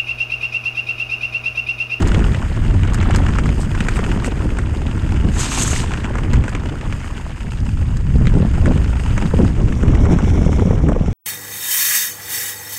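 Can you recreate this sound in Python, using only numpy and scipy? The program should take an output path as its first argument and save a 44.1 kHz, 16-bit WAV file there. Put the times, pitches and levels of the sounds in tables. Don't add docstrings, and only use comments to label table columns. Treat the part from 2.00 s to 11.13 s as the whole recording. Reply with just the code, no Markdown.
import sys
import numpy as np
from scipy import signal
from scipy.fft import rfft, irfft
from scipy.io import wavfile
from scipy.ndimage import uniform_filter1d

SR = 44100
rng = np.random.default_rng(int(sys.argv[2]) if len(sys.argv) > 2 else 0)


def file_out(sig):
    cols = np.atleast_2d(sig).T
    lim = np.clip(cols, -1, 1)
    pcm = np.round(lim * 32767).astype(np.int16)
    wavfile.write(sys.argv[1], SR, pcm)


N = 402621
T = np.arange(N) / SR
TOP_HZ = 15200
GRAVEL_SPREAD_DB = 3.0
LITTER_FROM_S = 7.46
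LITTER = np.clip((T - LITTER_FROM_S) / 0.55, 0, 1)

# (time [s], crunch [dB], hiss [dB])
ROLLING_LEVELS = [(0, -29, -41.5), (.7, -36, -46), (1.15, -27, -44.5), (1.6, -37, -43.5), (2.0, -30, -42),
                  (2.6, -37, -47), (3.3, -35, -44), (4.05, -32.5, -46.5), (4.7, -36.5, -49),
                  (5.0, -37.5, -45.5), (6.05, -42, -48), (6.7, -35, -44), (6.95, -36, -43),
                  (7.25, -33.5, -41), (7.65, -41, -46.5), (8.05, -36, -43), (8.45, -39.5, -44.5),
                  (9.13, -42, -51.5)]
# (time [s], half length [s], spray [dB], fine mist [dB])
PUDDLE_SPLASHES = [(3.404, 0.052, -32.5, -29), (3.441, 0.044, -28, -48), (3.568, 0.072, -26, -32),
                   (3.646, 0.093, -30.5, -26.5), (3.78, 0.055, -30, -36.5), (3.86, 0.17, -44.5, -55)]
# (time [s], level at the top [dB], half length [s])
MUD_FLICKS = [(1.62, -39.5, 0.03), (1.966, -36.5, 0.017), (2.266, -31, 0.011)]
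# (time [s], peak [dB], centre of the knock [Hz])
KICKED_STONES = [(.145, -14.5, 2180), (0.346, -17, 1950), (1.028, -15.5, 1600), (1.108, -13, 1700),
                 (1.140, -20, 1500), (1.165, -22, 1400), (1.289, -20, 1300), (1.386, -11.5, 1460),
                 (1.458, -15.5, 1250), (1.75, -15, 1520), (1.8047, -11, 1900), (1.868, -19, 1300),
                 (1.885, -9, 1570), (1.991, -14, 1400), (2.040, -16.5, 1820), (2.161, -21.5, 1800),
                 (2.245, -15.5, 1440), (2.587, -15, 1320), (2.867, -21, 2500), (2.977, -21, 1340),
                 (3.732, -15.5, 1700), (3.918, -16.5, 1600), (3.9365, -14.5, 1790), (4.044, -16, 1610),
                 (4.154, -17, 1470), (4.184, -20, 1680), (4.339, -17, 1530), (4.439, -17.5, 1550),
                 (4.461, -24, 1340), (4.48, -16, 1450), (4.550, -14, 1560), (4.532, -24, 1690),
                 (4.635, -24, 1360), (4.811, -22, 1900), (4.9248, -17, 1710), (5.044, -22.5, 1230),
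                 (5.179, -23, 1550), (6.255, -19, 1920), (6.2701, -13, 2050), (6.297, -25, 1600),
                 (6.658, -13.5, 1410), (6.996, -18.5, 1700), (7.178, -14.5, 1480), (7.448, -20, 1200),
                 (7.724, -19.5, 1840), (7.8329, -18, 1020), (7.881, -18, 1800), (7.952, -17, 1780),
                 (8.054, -18, 1350), (8.187, -15, 1230), (8.53, -17.5, 1250), (8.595, -17.5, 1320),
                 (8.887, -16, 1143), (8.918, -24, 1040)]
# (time [s], peak [dB])
CHAIN_SLAPS = [(0.0208, -24.5), (.073, -23), (0.0826, -24.5), (0.9343, -25), (0.944, -20.5),
               (1.1596, -16.5), (1.886, -23), (2.244, -24.5), (4.3327, -23.5), (4.493, -29.5),
               (5.969, -30.5)]
# (time [s], thud peak [dB], case knock peak [dB], case pitch [Hz])
MOUNT_JOLTS = [(.175, -2, -16, 407), (.212, -12, -18, 343), (.992, -7.5, -17, 330), (1.141, -9.5, -18, 330),
               (1.806, -7, -24, 400), (1.994, -11, -14.5, 376), (2.162, -7, -22, 340),
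               (2.277, -13, -15.5, 513), (2.455, -8, -18.5, 450), (3.25, -5.5, -23, 326),
               (3.73, -13.5, -17, 330), (4.044, -12.5, -23, 634), (4.332, -10.5, -22, 450),
               (6.156, -0.5, -19, 394), (6.211, -6.5, -21.5, 610), (6.274, -12, -23, 374),
               (6.352, -2, -18.5, 416), (6.369, -2.5, -14, 390), (6.404, -1, -20, 390),
               (6.426, -6, -19, 524), (6.449, -6.5, -19, 670), (6.579, -8.5, -21, 750),
               (6.677, -1, -15.5, 577), (6.693, -6, -24, 453), (6.709, -7, -23, 750), (6.759, -8, -19, 418),
               (7.233, -11, -28, 410), (7.255, -2.5, -29, 450), (7.338, -2.5, -8.5, 450),
               (7.389, -5, -14, 520), (7.398, -2, -19, 456), (7.445, -3, -23, 640), (7.833, -8, -17.5, 405),
               (8.11, -5.5, -12, 330), (8.132, 0, -10, 348), (8.161, -2, -15, 330), (8.228, -1.5, -20, 380),
               (8.273, -9, -18, 370), (8.42, -2.5, -15.5, 370), (8.438, -6, -16, 334),
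               (8.463, -0.5, -13.5, 526), (8.492, -12, -15, 400), (8.585, -6, -15, 390),
               (8.621, -10, -8, 395), (8.654, -3.5, -19, 482), (8.671, -6, -20, 560),
               (8.707, -2, -9.5, 456), (8.731, -8, -16, 520), (8.84, -5.5, -15.5, 376),
               (8.891, -4.5, -13, 580), (8.919, -8.5, -15.5, 620), (8.963, -18, -11.5, 480),
               (9.009, -2.5, -19.5, 523), (9.08, -6.5, -18.5, 405)]
# (time [s], rumble [dB], small eddies [dB])
AIRFLOW_LEVELS = [(0, -13.5, -19), (.2, -11, -20.5), (.3, -16.5, -26.5), (.6, -15, -28.5), (1.5, -13, -23),
                  (1.68, -20.5, -28.5), (1.78, -14.5, -25.5), (2.02, -18, -26), (2.17, -17.5, -23),
                  (2.35, -20.5, -25.5), (2.65, -16.5, -26.5), (2.95, -18.5, -26.5), (3.25, -12.5, -27),
                  (3.56, -22.5, -24), (3.72, -17, -27), (4.2, -18, -24), (4.38, -11, -26), (4.47, -23, -33),
                  (4.6, -17, -25.5), (4.8, -26, -29), (4.89, -16.5, -32), (4.98, -22, -32.5),
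                  (5.45, -24, -36.5), (5.75, -15, -33), (6.0, -14.5, -32), (6.25, -11, -28),
                  (6.55, -13.5, -29), (6.8, -12, -24), (7.0, -17.5, -33.5), (7.42, -12.5, -23.5),
                  (7.55, -17, -26), (7.65, -13, -21.5), (8.3, -11.5, -20), (9.05, -14, -24),
                  (9.13, -13.5, -27)]
# (time [s], half length [s], eddies [dB])
EDDY_GUSTS = [(3.277, 0.052, -28), (6.4, 0.058, -21), (6.69, 0.027, -15), (7.237, 0.026, -17.5),
              (7.42, 0.036, -17.5), (8.132, 0.065, -21), (8.432, 0.056, -24.5), (8.67, 0.068, -25.5),
              (8.9, 0.054, -20)]

# (frequency [Hz], strength per Hz [dB])
GRIT_COLOUR = [(300, -7), (600, 4.5), (900, -8), (1100, 2), (1400, 1), (1900, 4.5), (2300, -8.5),
               (2900, -8.5), (3900, -17.5), (5500, -32), (8000, -23.5), (10000, -40), (15000, -72)]
# (frequency [Hz], strength per Hz [dB])
STONE_COLOUR = [(350, -14.5), (700, -6.5), (920, 2), (1120, -9), (1400, 1), (1900, -9), (2300, -7),
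                (2900, -5), (4000, -23), (8000, -20), (15000, -87.5)]
# (frequency [Hz], strength per Hz [dB])
WET_COLOUR = [(1800, 1), (2800, 7.5), (4000, -9), (4950, 3), (5800, -8), (6500, 2), (8100, -2.5), (8450, 4),
              (9300, -13), (10900, -9), (11800, -19), (13000, -17), (15000, -26)]
# (frequency [Hz], strength per Hz [dB])
LITTER_COLOUR = [(1600, -18), (2200, 9.5), (2700, -10), (3400, 1), (4500, -19), (5500, 1), (7000, -4.5),
                 (10000, -16), (11500, -21.5), (15000, -36)]
# (frequency [Hz], strength per Hz [dB])
SPRAY_COLOUR = [(300, -13), (700, -9), (916, 0), (1670, -4), (2870, -0.5), (4200, -6), (5730, -6.5),
                (6700, -7.5), (8400, -2), (9440, -20), (10900, -19), (12000, -32), (13200, -28),
                (15500, -38)]
# (frequency [Hz], strength per Hz [dB])
MIST_COLOUR = [(3000, -21), (5600, -12), (6400, 5), (8400, -2), (9500, -16), (11000, -10.5), (12000, -22),
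               (15000, -38)]
# (frequency [Hz], strength per Hz [dB])
METAL_COLOUR = [(1500, -22), (3500, 4), (4800, 10.5), (5700, 2.5), (6600, 11.5), (8400, 8.5), (9500, -7),
                (11000, -2.5), (13000, -19), (15000, -32)]
# (frequency [Hz], strength per Hz [dB])
RUMBLE_COLOUR = [(15, -8), (25, 4.5), (40, 2), (85, 2), (125, -3.5), (180, -10.5), (260, -18), (500, -55),
                 (3000, -100)]
# (frequency [Hz], strength per Hz [dB])
EDDY_COLOUR = [(90, -12), (160, -3), (220, 0.5), (320, -3.5), (450, -14.5), (700, -22), (1200, -47),
               (3000, -85), (9000, -100)]
# (frequency [Hz], strength per Hz [dB])
FLUTTER_COLOUR = [(200, -10), (400, 4), (650, -11.5), (1000, -10.5), (1500, -20.5), (9000, -78)]


def tyres(crunch_db, grit_db=-0.33, mud_db=-8, patchy_db=1.0, stone_db=4, stone_s=0.019,
          gravel_db=3, gravel_s=0.02, gravel_hz=1400, stick_db=1.0, stick_hz=800):
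    contact = grains(700, 0.89) + undb(mud_db) * rng.standard_normal(N)
    grit = colour(contact * undb(patchy_db * walk(45)), GRIT_COLOUR)
    stones = undb(stone_db) * colour(bursts(100, 4.4, stone_s), STONE_COLOUR)
    gravel = undb(gravel_db) * crackle(150, gravel_s, GRAVEL_SPREAD_DB, gravel_hz)
    sticks = undb(stick_db) * LITTER * crackle(110, stone_s, 2.6, stick_hz, octaves=.5)
    ground = even(grit + stones + gravel, 0.152)
    return (ground + sticks) * undb(crunch_db + grit_db)


def hiss(level_db, wet_db=-0.5, litter_db=1, smooth_db=2.5, flicker_db=1.34, twig_db=-4, twig_s=0.029):
    specks = grains(1200, 4.7) + undb(smooth_db) * rng.standard_normal(N)
    specks = specks * undb(flicker_db * walk(30))
    wet = colour(specks, WET_COLOUR) * undb(wet_db)
    dry = colour(specks * undb(2 * walk(60)), LITTER_COLOUR) * undb(litter_db)
    twigs = undb(twig_db) * crackle(70, twig_s, GRAVEL_SPREAD_DB, 2820)
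    return ((1 - LITTER) * wet + LITTER * dry + twigs) * undb(level_db)


def puddle(smooth_db=-8, spatter_db=1.5, flick_db=0, drop_db=-7, drop_s=0.014, mist_flicker_db=3):
    drops = grains(1800, 1.06) + undb(smooth_db) * rng.standard_normal(N)
    spray = even(colour(drops * undb(spatter_db * walk(90)), SPRAY_COLOUR), 0.18)
    coarse_drops = undb(drop_db) * crackle(78, drop_s, 2.0, 2180)
    mist = colour(grains(3000, 2.2) * undb(mist_flicker_db * walk(70)), MIST_COLOUR)
    out = np.zeros(N)
    for s, half_s, spray_db, mist_db in PUDDLE_SPLASHES:
        out += (spray + coarse_drops) * swell(s, half_s, spray_db)
        out += mist * swell(s, half_s, mist_db)
    thin_spray = unit(np.diff(spray, prepend=0))
    for s, db, half_s in MUD_FLICKS:
        out += thin_spray * swell(s, half_s, db + flick_db)
    return out


def stone_hits(crunch_db, hit_db=1.0, thump_db=-6, thump_hz=330, pebble_db=6.5, pebble_hz=1450,
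               scatter_octaves=0.29, count=70):
    out = np.zeros(N)
    for s, db, hz in KICKED_STONES:
        add(out, s, clack(hz), db + hit_db)
        add(out, s, knock(thump_hz, scrape_s=0.013), db + thump_db)
    for i, pitch in zip(rng.integers(0, N, count), rng.standard_normal(count)):
        pebble = clack(pebble_hz * 2 ** (scatter_octaves * pitch))
        add(out, T[i], pebble, crunch_db[i] + pebble_db)
    return out


def slaps(metal_db=2, snap_s=0.032, contact_s=0.00067, frame_hz=1350, frame_db=3):
    out, t = np.zeros(N), T[:2500]
    metal = colour(np.ones(1), METAL_COLOUR)[:256]
    for s, db in CHAIN_SLAPS:
        contact = rng.standard_normal(len(t)) * fade(t, snap_s) * (1 - fade(t, contact_s))
        add(out, s, signal.fftconvolve(contact, metal), db + metal_db)
        add(out, s, knock(frame_hz), db + frame_db)
    return out


def jolts(thud_db=-3.0, thud_hz=155, db_per_octave=22, thud_s=0.034, case_db=2, case_s=0.014):
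    out, t = np.zeros(N), T[:6000]
    for s, db, knock_db, case_hz in MOUNT_JOLTS:
        thud = ring(t, thud_hz * 2 ** (-db / db_per_octave), thud_s)
        case = ring(t, case_hz, case_s) + .5 * ring(t, case_hz * 1.775, case_s * 0.63)
        add(out, s, thud * (1 - fade(t, 0.013)), db + thud_db)
        add(out, s, case * (1 - fade(t, 0.02)), knock_db + case_db)
    return out


def wind(rumble_db=0, eddy_db=-2, burst_db=3.0, flutter_db=-29, flutter_s=0.038, steepness=1.07,
         buffet_db=1.65, buffet_rate=12):
    slow_db, fast_db = curves(AIRFLOW_LEVELS)
    fast_db = 20 * np.log10(undb(fast_db) + sum(swell(*gust) for gust in EDDY_GUSTS))
    rumble = even(colour(rng.standard_normal(N), RUMBLE_COLOUR), 0.0853)
    uneven_noise = rng.standard_normal(N) * undb(burst_db * walk(70))
    eddies = even(colour(uneven_noise, EDDY_COLOUR), 0.13)
    flutter = even(colour(bursts(110, 1.8, flutter_s), FLUTTER_COLOUR), 0.145)
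    gust_db = fast_db - np.percentile(fast_db, 95)
    air = rumble * undb(slow_db + rumble_db)
    air += eddies * undb(fast_db + eddy_db)
    air += flutter * undb(flutter_db + steepness * gust_db)
    return air * undb(buffet_db * walk(buffet_rate))


def clack(hz, ring_share=0.57, ring_s=0.018, low_ratio=0.653, edge_db=-14, edge_hz=6800):
    hit, edge = knock(hz, scrape=.22), knock(edge_hz, octaves=0.59)
    t = T[:len(hit)]
    modes = ring(t, hz, ring_s) - .5 * ring(t, hz * low_ratio, ring_s)
    modes = modes * (1 - fade(t, ring_s / 2))
    return unit(hit) + ring_share * unit(modes) + undb(edge_db) * unit(edge)


def knock(hz, scrape=0.27, scrape_s=0.051, contact_s=0.00058, octaves=1.33):
    t = T[:2500]
    envelope = fade(t, 5 * contact_s) + scrape * fade(t, scrape_s)
    contact = rng.standard_normal(len(t)) * envelope * (1 - fade(t, contact_s))
    edges = np.clip(hz * 2 ** (np.array([-1, 1]) * octaves / 2), 100, 12000)
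    return signal.sosfilt(signal.butter(3, edges, "band", fs=SR, output="sos"), contact)


def crackle(rate, t60, spread_db, centre_hz, octaves=0.99, tilt_db=-5.0, count=7):
    out = np.zeros(N)
    for size in np.linspace(-1, 1, count):
        edges = np.clip(centre_hz * 2 ** (size * octaves + np.array([-1, 1]) / 2), 100, 15000)
        band = signal.butter(3, edges, "band", fs=SR, output="sos")
        ticks = signal.sosfilt(band, bursts(rate / count, spread_db, t60))
        out += unit(ticks) * undb(tilt_db * size)
    return unit(out)


def bursts(rate, spread_db, t60):
    envelope = signal.oaconvolve(np.abs(grains(rate, spread_db)), fade(T[:2048], t60))[:N]
    return envelope * rng.standard_normal(N)


def grains(rate, spread_db):
    size = -np.log(rng.random(N) * SR / rate + 1e-9)
    sign = 1 - 2 * (np.arange(N) % 2)
    return unit((size > 0) * sign * undb(spread_db * np.clip(size, 0, 3.3)))


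def ring(t, hz, t60):
    return np.sin(2 * np.pi * hz * t) * fade(t, t60)


def fade(t, t60):
    return np.exp(-np.log(1000) * t / t60)


def swell(s, half_s, db):
    return undb(db) * np.exp(-((T - s) / half_s) ** 2)


def walk(rate):
    k = max(int(SR / rate), 2)
    steps = np.repeat(rng.standard_normal(N // k + 1), k)[:N]
    return unit(uniform_filter1d(steps, k))


def colour(x, points, size=8192):
    hz, db = np.transpose(points)
    bins_hz = np.arange(size // 2 + 1) * SR / size
    gain = undb(np.interp(np.log(bins_hz + 1), np.log(hz), db))
    cepstrum = irfft(np.log(gain))
    cepstrum[1:size // 2] *= 2
    cepstrum[size // 2 + 1:] = 0
    return unit(signal.fftconvolve(x, irfft(np.exp(rfft(cepstrum))))[:N])


def even(x, span_s):
    return x / np.sqrt(uniform_filter1d(x ** 2, max(int(span_s * SR), 2)) + 1e-6)


def curves(rows):
    s, *columns = np.transpose(rows)
    return [np.interp(T, s, c) for c in columns]


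def add(out, s, x, db):
    i = max(int(s * SR), 0)
    out[i:i + len(x)] += (x * undb(db) / np.abs(x).max())[:N - i]


def unit(x):
    return x / np.sqrt(np.mean(x ** 2) + 1e-18)


def undb(db):
    return 10 ** (np.asarray(db) / 20)


def scene():
    crunch_db, hiss_db = curves(ROLLING_LEVELS)
    ground = tyres(crunch_db) + hiss(hiss_db) + puddle()
    bike = stone_hits(crunch_db) + slaps() + jolts()
    return (ground + bike + wind())[None]


def record(dry):
    rounded = dry / (1 + (dry / .95) ** 6) ** (1 / 6)
    return signal.sosfilt(signal.ellip(8, .2, 80, TOP_HZ, fs=SR, output="sos"), rounded)


dry = scene()
out = record(dry)
file_out(out)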